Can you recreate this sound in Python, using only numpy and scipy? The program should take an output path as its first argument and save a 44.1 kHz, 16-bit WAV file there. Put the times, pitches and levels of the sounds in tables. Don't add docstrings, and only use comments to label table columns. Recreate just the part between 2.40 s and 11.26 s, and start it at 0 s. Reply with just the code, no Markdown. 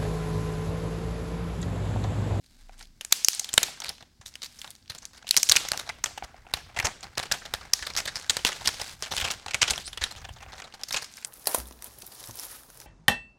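import sys
import numpy as np
from scipy import signal
from scipy.fft import rfft, irfft, next_fast_len
from scipy.io import wavfile
from scipy.ndimage import uniform_filter1d

SR = 44100
rng = np.random.default_rng(int(sys.argv[2]) if len(sys.argv) > 2 else 0)


def undo_db(level):
    steps = np.asarray(level, float) / 20
    return 10 ** steps


def generate_wav(sig):
    pcm = np.round(np.clip(np.atleast_2d(sig).T, -1, 1) * 32767).astype(np.int16)
    wavfile.write(sys.argv[1], SR, pcm)


N = 390726
BLOCK, LEAD = 4096, 512


def evened(x):
    return x / np.sqrt(np.mean(x ** 2, -1, keepdims=True) + 1e-20)


def smoothed_noise(shape, size, passes=1):
    noise = rng.standard_normal(shape)
    for _ in range(passes):
        noise = uniform_filter1d(noise, size=size)
    return evened(noise)


def read(points, hz):
    f, value = np.transpose(points)
    return np.interp(np.log(hz + 1), np.log(f + 1), value)


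def curve(rows):
    s, *columns = np.transpose(rows)
    return [np.interp(np.arange(N) / SR, s, column) for column in columns]


def coloured(x, points):
    size = next_fast_len(N)
    gain = undo_db(read(points, np.fft.rfftfreq(size, 1 / SR)))
    return evened(irfft(rfft(x, size) * gain, size)[:N])


def split(x):
    dull_hz, bright_hz = 1800, 8000
    edges = (dull_hz, "low"), ((dull_hz, bright_hz), "band"), (bright_hz, "high")
    return [signal.sosfilt(signal.butter(3, hz, kind, fs=SR, output="sos"), x) for hz, kind in edges]


def buckles(t60, crease_hz, boom_db, count, crease_db=10.0, crease_octaves=0.27):
    # hz [Hz], density_db [dB per Hz]
    film_response = [(120, -12.5), (300, -18), (520, -11.5), (790, -11), (1150, -9.5), (2040, -6),
                     (4030, -4.5), (6510, -6.5), (12200, -18), (14500, -24.5), (16400, -30.5)]
    lumps_db, stutter, dull_ring, hollow_hz = 2.5, 0.55, 1.8, 780
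    rise = t60 / 40
    t = (np.arange(BLOCK) - LEAD) / SR - rise[:, None]
    hz = np.fft.rfftfreq(BLOCK, 1 / SR)

    lumps = smoothed_noise((count, len(hz)), 90, passes=2)
    octaves = np.log2((hz + 1) / crease_hz[:, None])
    lean = crease_db * np.exp(-(octaves / crease_octaves) ** 2)
    hollow = 1 / (1 + ((hz - hollow_hz) / 130) ** 2)
    lean = lean + np.maximum(boom_db, 0)[:, None] * hollow
    below = np.clip(-octaves - 0.3, 0, 1.5)
    lean = lean + 0.5 * np.minimum(boom_db, 0)[:, None] * below

    film_db = np.maximum(read(film_response, hz), -60)
    cepstrum = irfft(np.log(undo_db(film_db + lumps_db * lumps + lean)))
    cepstrum[:, 1:2048] *= 2
    cepstrum[:, 2049:] = 0
    patch = np.exp(rfft(cepstrum))

    slips = rng.standard_normal(t.shape)
    uneven = stutter * (1 + 5.5 * t60[:, None])
    slips *= np.exp(uneven * smoothed_noise(t.shape, 24))

    def sound(ring):
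        shape_db = np.where(t < 0, 10 * t / rise[:, None], -60 * t / ring[:, None])
        z = rfft(slips * undo_db(np.maximum(shape_db, -120)))
        flat = z / uniform_filter1d(abs(z) ** 2, size=90) ** 0.4
        return irfft(flat * patch)

    dull = split(sound(dull_ring * t60))[0]
    _, middle, bright = split(sound(t60))
    return [p / np.linalg.norm(p, axis=1, keepdims=True) for p in (dull, middle, bright)]


def snaps(s, energy_db, dull_db, bright_db, t60_ms, crease_hz):
    t60 = np.clip(t60_ms, 3, 90) / 1000
    boom_db = np.clip(dull_db + 8, -16, 11)
    dull, middle, bright = buckles(t60, crease_hz, boom_db, count=len(s))
    sounds = middle + undo_db(dull_db)[:, None] * dull + undo_db(bright_db)[:, None] * bright
    out = np.zeros(N + 2 * BLOCK)
    for start, db, sound in zip(s, energy_db, sounds):
        out[round(start * SR):][:len(sound)] += undo_db(db) * sound
    return out[LEAD:][:N]


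def crinkle(per_s=1000, spread_db=3.3):
    # time_s [s], level_db [dB], dull_db [dB], bright_db [dB]
    crinkle_course = [(0, -73, -12.5, -6), (0.36, -63.5, -2.5, -9), (0.54, -76, -2, -7),
                      (0.95, -53, -9.5, -14.5), (1.35, -54.5, 1, -11.5), (1.72, -75, 0.5, -14),
                      (2.2, -57.5, -10.5, -3.5), (2.42, -70.5, -6, -10), (2.8, -62, 2.5, -20),
                      (3.05, -47, -5, -10), (3.9, -70, 8.5, -10), (5.3, -53.5, 3, -14), (6.5, -45, -8, -9),
                      (6.56, -56, -2, -4), (6.8, -43, -6.5, -13), (7.4, -73, 12.5, -19.5),
                      (8.15, -62.5, 6, -15.5), (8.86, -55, -6.5, -4.5)]
    level_db, dull_db, bright_db = curve(crinkle_course)
    kinds, clump_db = 10, 3.4
    clumps = smoothed_noise(N, 400, passes=2)
    slack = np.clip(1 + dull_db / 22, 0.1, 1)
    spread = spread_db * (np.minimum(rng.exponential(1, N), 4) - 7.0)
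    grains = undo_db(slack * (spread + clump_db * clumps))
    grains *= rng.random(N) < per_s / SR
    trains = grains * (rng.integers(0, kinds, N) == np.arange(kinds)[:, None])
    parts = buckles(np.geomspace(0.003, 0.010, kinds), rng.uniform(1300, 6500, kinds),
                    np.linspace(0, 8, kinds), count=kinds)
    dull, middle, bright = (evened(signal.oaconvolve(trains, p[:, :1536], axes=1).sum(0)[:N])
                            for p in parts)
    return undo_db(level_db) * (middle + undo_db(dull_db) * dull + undo_db(bright_db) * bright)


def puffs(lumpy=0.33):
    # time_s [s], level_db [dB]
    stir = [
        (0, -65),
        (2.8, -63.5),
        (3.2, -57),
        (7.5, -55),
        (8.1, -48),
        (8.3, -66.5),
        (8.86, -72),
    ]
    # hz [Hz], density_db [dB per Hz]
    air_spectrum = [(12, -30), (22, -1.5), (65, 2), (150, -7.5), (400, -42)]
    lumps = np.exp(lumpy * smoothed_noise(N, 1500))
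    return undo_db(curve(stir)[0]) * coloured(rng.standard_normal(N) * lumps, air_spectrum)


def hush():
    # hz [Hz], density_db [dB per Hz]
    hush_spectrum = [(60, -16), (150, -18.5), (230, -9), (450, -28), (2000, -48.5), (4630, -27),
                     (10700, -40.5), (16000, -43.5), (16600, -65)]
    return undo_db(-67) * coloured(rng.standard_normal(N), hush_spectrum)


def ticks(bright_db=-18.0, t60_ms=66.0, crease_hz=3200.0):
    # start_s [s], energy_db [dB]
    crisp = [(.426, -20.5), (.441, -35), (.454, -30), (.471, -35), (.061, -32), (.938, -6), (1.1308, -20),
             (1.8598, -12.5), (1.9542, -19), (2.042, -11.5), (2.0616, -17.5), (2.1895, -17), (2.2149, -11),
             (2.3047, -20), (2.3513, -25), (2.581, -16), (2.6532, -19), (2.869, -24.5), (2.877, -12.5),
             (2.9974, -6), (6.0704, -1), (6.1202, -28), (6.796, -17), (7.3062, 2), (8.4849, -10.5),
             (8.524, -1), (7.936, -28), (8.325, -44), (8.6425, -12), (8.7393, -29.5), (8.7693, -17.5)]
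    # start_s [s], energy_db [dB]
    plain = [(1.4372, -11.5), (1.455, -8.5), (2.2742, -16.5), (2.5473, -15), (2.6215, -19.5), (2.733, -26),
             (2.776, -22), (3.3929, -4), (3.8437, -21.5), (5.466, -3), (5.497, -11), (5.551, -9),
             (5.6546, -5), (6.631, -4.5), (6.7986, -3), (6.862, -9), (6.904, -5), (6.9172, -8),
             (7.3575, -8.5), (7.3761, -4), (7.4767, -10.5), (7.529, -9.5), (7.574, -6), (7.7097, -10.5),
             (7.761, -16), (8.5073, -5.5), (8.5344, -4.5), (8.6179, -8.5)]
    # start_s [s], energy_db [dB]
    soft = [(.403, -26), (1.4206, -12.5), (1.4974, -14), (1.6056, -23), (1.6254, -21.5), (1.8127, -24),
            (2.2443, -14.5), (3.2489, -10), (4.6293, -11), (4.7916, -2.5), (4.8273, -6), (4.8543, -15),
            (4.9373, -7), (5.0518, -13.5), (5.0593, -16), (5.991, -13.5), (6.3966, -8.5), (6.6586, -12.5),
            (6.8198, -5.5), (7.0814, -8.5), (7.2373, -2.5), (7.3334, -6.5), (7.5797, -16), (7.624, -10),
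            (7.8494, -13), (8.032, -25), (8.18, -22), (8.22, -15), (8.2406, -16.5), (8.3381, -16.5)]
    # start_s [s], energy_db [dB]
    pats = [(3.3328, -7), (3.4642, -18), (4.167, -14), (4.3458, -35), (4.3626, -7.5), (4.4258, -11),
            (4.7735, -4), (6.2053, -16), (7.0618, -10.5), (7.888, -16.5), (8.0046, -26), (8.122, -16),
            (8.1998, -17), (7.751, -23.5), (7.841, -21), (7.961, -24), (7.973, -37), (8.275, -32)]
    kinds = [(crisp, -16), (plain, -6), (soft, -1.6), (pats, 1.5)]  # (events, dull part dB)
    s, energy_db = np.vstack([rows for rows, _ in kinds]).T
    dull_db = np.concatenate([np.full(len(rows), db) for rows, db in kinds])
    scatter = rng.standard_normal((len(s), 3)).T
    return snaps(s, energy_db, dull_db,
                 bright_db - 0.76 * dull_db + 4.0 * scatter[0],
                 t60_ms * np.exp(0.5 * scatter[1] + 0.03 * energy_db),
                 crease_hz * np.exp(0.21 * scatter[2] - 0.025 * dull_db))


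def fine(energy_db=7.5, dull_db=-12.0, bright_db=-21.0, t60_ms=14.4):
    # start_s [s], peak_db [dB], crease_hz [Hz]
    fine_creases = [(0.166, -54, 4190), (0.409, -29, 1610), (0.436, -40, 5630), (0.447, -41, 4840),
                    (0.932, -8.5, 6000), (1.131, -16, 7390), (1.236, -6.5, 3680), (1.419, -18, 3410),
                    (1.466, -24, 3050), (1.483, -18, 3850), (1.5, -28, 1930), (1.551, -39, 4400),
                    (1.581, -33, 2830), (1.86, -23, 3890), (1.939, -31, 4560), (1.954, -20, 3020),
                    (2.019, -18.5, 4310), (2.059, -23.5, 4650), (2.311, -32, 4430), (2.361, -38.5, 5930),
                    (2.425, -42, 4540), (2.459, -42, 3200), (2.478, -34.5, 4170), (2.653, -19, 6000),
                    (2.826, -32.5, 1540), (2.845, -45, 1550), (2.863, -43, 2980), (2.869, -20.5, 2970),
                    (2.998, -15, 5500), (3.069, -18, 5600), (3.491, -14, 2110), (3.964, -39, 1910),
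                    (3.978, -45, 1320), (3.991, -49, 1920), (4.018, -46, 1880), (4.346, -36, 2380),
                    (4.608, -30, 7200), (4.63, -23, 2550), (4.753, -32, 4350), (4.868, -28, 4600),
                 (5.06, -23, 3370), (5.146, -17, 1680), (5.211, -28, 1220), (5.391, -22, 1800),
                 (5.451, -24, 4390), (5.504, -22, 2350), (5.536, -23, 5020), (5.812, -26.5, 4290),
                 (5.844, -27, 1720), (6.078, -14, 3930), (6.119, -16.5, 2060), (6.127, -17, 3150),
                 (6.903, -11.5, 2790), (7.135, -16, 2620), (7.306, -4.5, 4630), (7.336, -21, 3290),
                 (7.66, -26, 1370), (7.897, -51, 1860), (7.971, -37, 1830), (7.985, -34, 2940),
                 (8.009, -36, 1880), (8.027, -32, 1290), (8.084, -36, 1240), (8.096, -41, 1430),
                 (8.136, -28, 3780), (8.272, -38, 1390), (8.277, -36, 1280), (8.324, -31, 2810),
                 (8.395, -43, 1800), (8.413, -31, 5200), (8.738, -29.5, 7400), (8.777, -29, 2270),
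                 (8.802, -47, 7030), (8.824, -30.5, 2460)]
    s, peak_db, hz = np.array(fine_creases).T
    height = np.log2(hz / 4000)
    return snaps(s, peak_db + energy_db, dull_db - 8.3 * height, bright_db + 6.1 * height,
                 t60_ms * 0.65 ** height, hz)


def knocks():
    # start_s [s], peak_db [dB]
    knock_events = [(0.294, -39), (0.941, -47), (1.015, -40.5), (1.218, -31), (1.284, -34), (2.845, -42),
                    (3.709, -42), (3.777, -30.5), (3.824, -24.5), (3.9434, -37.5), (4.067, -37),
                    (4.05, -54), (4.299, -43), (5.211, -45), (8.063, -38)]
    # mode_hz [Hz], level_db [dB], t60_s [s]
    hollow_modes = [(760, 2, 0.024), (1360, -11, 0.02), (2400, -3, 0.011)]
    t, out = np.arange(BLOCK) / SR, np.zeros(N + BLOCK)
    grips = rng.standard_normal((len(knock_events), len(hollow_modes)))
    for (s, db), grip in zip(knock_events, grips):
        ring = np.zeros(BLOCK)
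        for (hz, mode_db, t60), g in zip(hollow_modes, grip):
            ring += undo_db(mode_db + 2 * g - 60 * t / t60) * np.sin(2 * np.pi * hz * (1 + g / 15) * t)
        scuff = uniform_filter1d(uniform_filter1d(rng.standard_normal(len(t)), size=7), size=5)
        ring += undo_db(-2.5 - 60 * t / 0.022) * scuff
        out[round(s * SR):][:len(t)] += undo_db(db) * ring * np.minimum(t / 0.00063, 1)
    return out[:N]


def swings(rows, cycles):
    out, t = np.zeros(N), np.arange(N) / SR
    for (s, db, hz), phase in zip(rows, rng.random(len(rows))):
        near = slice(max(round((s - 0.3) * SR), 0), round((s + 0.4) * SR))
        turns = (t[near] - s) * hz + 0.4
        away = turns * np.where(turns < 0, 2, 1) / cycles
        out[near] += np.sqrt(2) * undo_db(db - 72 * away ** 2) * np.sin(2 * np.pi * (turns + phase))
    return out


def flaps():
    # time_s [s] 0.4 swing after the peak, level_db [dB], swing_hz [Hz]
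    slow_sway = [
        (.31, -49.5, 28.2),
    ]
    # time_s [s] 0.4 swing after the peak, level_db [dB], swing_hz [Hz]
    flap_events = [(1.179, -48.5, 106), (1.806, -48, 101), (2.51, -43.5, 99), (3.109, -37.5, 91.7),
                   (3.322, -58, 101.6), (4.151, -36.5, 71), (4.399, -35, 93), (4.452, -28.5, 75.5),
                   (4.786, -40, 104), (4.927, -40, 74), (5.155, -41.5, 71.5), (6.052, -48, 91.5),
                   (6.285, -38, 100), (6.789, -38, 55.7), (6.836, -35, 69.5), (7.235, -33, 100),
                   (7.321, -38.5, 55), (7.629, -35, 62.6), (7.764, -44, 79), (7.913, -39, 93),
                   (7.96, -48, 100), (4.0, -49.5, 59.4), (1.5, -48.5, 60), (5.43, -44, 60), ]
    return swings(flap_events, cycles=2.46) + swings(slow_sway, cycles=21.0)


def rustles(count=12, t60_ms=18.0, bright_db=-11.5):
    # start_s [s], length_s [s], grain_energy_db [dB], dull_db [dB], crease_hz [Hz]
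    brushes = [(.37, 0.079, -32.5, -12, 9100), (.7, .022, -32, -5, 6000), (3.66, .06, -38, 5.5, 1500),
               (3.86, .06, -44, 8, 1210), (4.15, 0.07, -35.5, 6.5, 1500), (4.27, .06, -43.5, 5, 1200),
               (5.76, .07, -26, -15, 8040), (3.83, 0.027, -25.5, 1, 4450), (3.95, .05, -52, 13, 2000),
               (4.07, .07, -37, 5, 2000), (5.01, 0.019, -38, 9, 1960), (5.57, .04, -12.5, -5, 2980),
               (7.39, .04, -23.5, -11, 4000), (7.75, .07, -29, -0.5, 5000), (7.92, 0.022, -39, -18, 4950),
               (8.0, .06, -33, 6, 2480), (8.08, 0.035, -40, 8, 2000), (8.14, .08, -26.5, -1, 4500),
               (8.335, 0.022, -32, -12, 3500), (8.7, 0.13, -31, -18, 12200), (2.73, .06, -32.5, -6, 5000),
               (6.72, .05, -19, -12, 9000), (8.39, .045, -32.5, 2.5, 3500)]
    start, length, db, dull_db, hz = np.repeat(brushes, count, axis=0).T
    a, b, c, d = rng.random((len(start), 4)).T
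    return snaps(start + length * (a + b) / 2, db + 5.2 * (c - 0.5), dull_db,
                 bright_db - 0.32 * dull_db, t60_ms * np.ones(len(db)), hz * 2 ** (d - 0.5))


def stage_snaps(typical_hz=4000, typical_ms=15):
    # start_s [s], energy_db [dB], dull_db [dB], t60_ms [ms], crease_hz [Hz]
    first_pull = [(.6099, -8.5, -10.5, 19, 3220), (.6487, -9.5, -13, 5.8, 7760),
                  (.7233, 14, -19.5, 28, 4260), (.7251, 13.5, -17.5, 3.2, 6400), (.8467, 11, -26, 10, 6240),
                  (.8846, 19, -25, 3.1, 5460), (.949, -8, -29.5, 2, 8600), (.9952, 3.5, -19.5, 9.2, 6500),
                  (1.0438, -6.5, -19, 15, 3680), (1.09, -8, -12, 17, 3400), (1.1387, 1.5, -12, 15, 7600),
                  (1.178, 18, -8, 10.4, 3380), (1.2306, 8.5, -12.5, 12, 6900), (1.402, -8.5, -11, 20, 5960),
                  (1.4451, -8.5, -13.5, 5.3, 2270), (1.491, -2, -16, 23, 4760),
                  (2.029, -6, -11.5, 34, 4460), (2.498, -5, -10.5, 70, 4120)]
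    # start_s [s], energy_db [dB], dull_db [dB], t60_ms [ms], crease_hz [Hz]
    back_pull = [(2.8899, -6, -25, 9.9, 4520), (2.909, 12, -30, 12.7, 4240), (2.941, -4.5, -6.5, 19, 2790),
                 (2.9662, 12.5, -15.5, 6.6, 4960), (2.973, 16.5, -18.5, 30, 5700),
                 (3.0304, 11.5, -23, 7.6, 6150), (3.089, 3, -37, 8.1, 3500), (3.0954, 15, -19, 21, 5900),
                 (3.1146, 15, -11, 53, 4400), (3.1202, 17.5, -48, 6, 4170), (3.155, 4, -3, 12, 2670),
                 (3.1625, 14.5, -15, 23, 5800), (3.1665, 14.5, -14, 22, 2570),
                 (3.2862, -3.5, -12, 13, 6000), (3.3172, 5.5, -7, 11, 4460), (3.3749, -4.5, -12, 7.5, 4870),
                 (3.4966, -10.5, 5.5, 20, 2340), (3.6397, 5, -8, 13, 6600), (3.6583, -3.5, -4.5, 30, 3020),
                 (3.7761, -10.5, -2.5, 24, 2960)]
    # start_s [s], energy_db [dB], dull_db [dB], t60_ms [ms], crease_hz [Hz]
    turning = [(4.138, 6, -8, 25, 4000), (4.3726, -12, 5, 39, 2000), (4.3877, 0.5, -5, 19, 1940),
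               (4.3992, 1.8, -2.5, 15, 2460), (4.4448, -1.5, 3, 110, 6030), (4.4504, 4.5, -7, 51, 6230),
               (4.4682, -0.5, -23, 16, 1890), (4.7808, -0.5, -15, 6.2, 4320), (4.914, 2, -3, 41, 1630),
               (4.9207, 6, -18, 20, 4970), (5.1377, 1.5, -4, 11.7, 3470), (5.3342, 13.5, -18.5, 14.4, 5700),
               (5.4244, -6, -4.5, 43, 1690), (5.5648, -1, -10, 14, 5200), (5.572, 4.5, -11, 150, 5800),
               (5.6741, -1.5, -5, 87, 1750), (5.7559, -0.5, -9.5, 82, 5000)]
    # start_s [s], energy_db [dB], dull_db [dB], t60_ms [ms], crease_hz [Hz]
    front_pull = [(5.897, 11.5, -13, 34, 3670), (5.968, 1.5, -6.5, 22, 4450), (6.049, 9.5, -7, 19, 2700),
                  (6.057, 1.5, -19, 11, 3020), (6.0632, 6.5, -8, 45, 3600), (6.088, -2.5, -3, 39, 3700),
                  (6.2543, 0.5, -11, 39, 3230), (6.274, 11, -10.5, 28, 4900), (6.2883, -1, -2, 12, 3500),
                  (6.4138, -3.5, -6, 18, 5060), (6.6237, -3, -7.5, 18, 5300), (6.7123, 0, -2.5, 140, 3360),
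                  (6.7659, -2.5, -12, 12, 3820), (6.7756, 2, -8, 57, 3200), (6.8111, -0.5, -9.5, 21, 3000),
                  (6.8417, 2.3, -5, 69, 2900), (6.8747, -4, -2.5, 110, 2400), (6.9112, -3, -13, 23, 6400)]
    # start_s [s], energy_db [dB], dull_db [dB], t60_ms [ms], crease_hz [Hz]
    carried_off = [(7.1089, -7.5, -6, 26, 2530), (7.1441, 5.5, -6.5, 23, 2400), (7.2165, 13, -7, 56, 2420),
                   (7.2252, 9, -11, 72, 3080), (7.277, 3.5, -6, 87, 3200), (7.2993, 0.5, -11, 32, 4600),
                   (7.3091, -4, -1.5, 27, 3280), (7.6136, -3, -1.5, 110, 1810), (7.6379, 5, -11, 36, 3940),
                   (8.4342, -3, -16, 19, 5030), (8.5425, -0.3, -5.5, 25, 2640), (8.5626, 1.5, -9, 80, 2650),
                   (8.5716, -2.5, -6, 17, 2880), (8.8477, -4.5, -19, 10, 8900)]
    stages = [(first_pull, -7.5), (back_pull, -8.5), (turning, -10), (front_pull, -9.5),
              (carried_off, -12.5)]
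    db_per_octave, db_per_ring_doubling = 5, -1.5
    s, energy_db, dull_db, t60_ms, crease_hz = np.vstack([rows for rows, _ in stages]).T
    bright_db = np.concatenate([np.full(len(rows), db) for rows, db in stages])
    bright_db = bright_db + db_per_octave * np.log2(crease_hz / typical_hz)
    bright_db = bright_db + db_per_ring_doubling * np.log2(t60_ms / typical_ms)
    return snaps(s, energy_db, dull_db, bright_db, t60_ms, crease_hz)


def squeak(width_hz=970.0):
    # time_s [s], level_db [dB], pitch_hz [Hz]
    squeak_course = [
        (7.44, -52, 3780),
        (7.452, -45, 3970),
        (7.47, -39.5, 5050),
        (7.5, -55, 5630),
    ]
    level_db, hz = curve(squeak_course)
    t, r, out = np.arange(N) / SR, np.exp(-np.pi * width_hz / SR), 0
    hz = hz * (1 + 0.06 * smoothed_noise(N, 300))
    for db, factor in (0, 1), (-3, 1.85):
        turn = np.exp(2j * np.pi * np.cumsum(factor * hz) / SR)
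        noise = rng.standard_normal(N) + 1j * rng.standard_normal(N)
        fuzz = signal.lfilter([1], [1, -2 * r, r * r], noise)
        out = out + undo_db(db) * evened((turn * fuzz).real)
    out = out * undo_db(3.7 * smoothed_noise(N, 120))
    return undo_db(level_db) * out * (t > squeak_course[0][0]) * (t < squeak_course[-1][0])


def room(x, build_up_s=0.0012, patchy_db=1.5):
    # hz [Hz], t60_s [s]
    decay = [(250, 0.52), (1000, 0.41), (4000, 0.53), (12000, 0.28)]
    hz, t, z = signal.stft(x, SR, nperseg=256, noverlap=192)
    power = uniform_filter1d(abs(z) ** 2, size=21, axis=0)
    hop_s = t[1] - t[0]
    fill = np.exp(-hop_s / build_up_s)
    power = signal.lfilter([0, 0, 0, 0, 1 - fill], [1, -fill], power)
    keep = undo_db(-120 * hop_s / read(decay, hz))
    power = np.array([signal.lfilter([1 - k], [1, -k], p) for k, p in zip(keep, power)])
    a, b, patches = rng.standard_normal((power.shape[1], len(hz), 3)).T
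    patches = uniform_filter1d(uniform_filter1d(patches, size=8, axis=1), size=10, axis=0)
    power *= undo_db(2 * patchy_db * patches / patches.std())
    tail = np.sqrt(2 * power) * (a + 1j * b)
    return signal.istft(tail, SR, nperseg=256, noverlap=192)[1][:N]


def scene():
    film = crinkle() + ticks() + fine() + knocks() + rustles() + stage_snaps() + squeak()
    air = puffs() + flaps()
    return (film + undo_db(-15) * room(film) + air + hush())[None]


def low_pass(x):
    return signal.sosfilt(signal.butter(12, 16520, fs=SR, output="sos"), x)


def record(dry):
    power_db = 10 * np.log10(abs(uniform_filter1d(dry[0] ** 2, size=64)) + 1e-12)
    fall_db = np.arange(N) * 137.0 / SR
    held_db = np.maximum.accumulate(power_db + fall_db) - fall_db
    over_db = np.maximum(held_db + 18.5, 0)
    late_db = uniform_filter1d(over_db, size=201, origin=100)
    clipped = np.clip(dry / undo_db(0.38 * late_db), -1, 1)
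    lowpass = signal.firwin(255, 16350, window=("kaiser", 8), fs=SR)
    limited = signal.oaconvolve(clipped, lowpass[None], "same")
    return low_pass(limited)


dry = scene()
out = record(dry)
generate_wav(out)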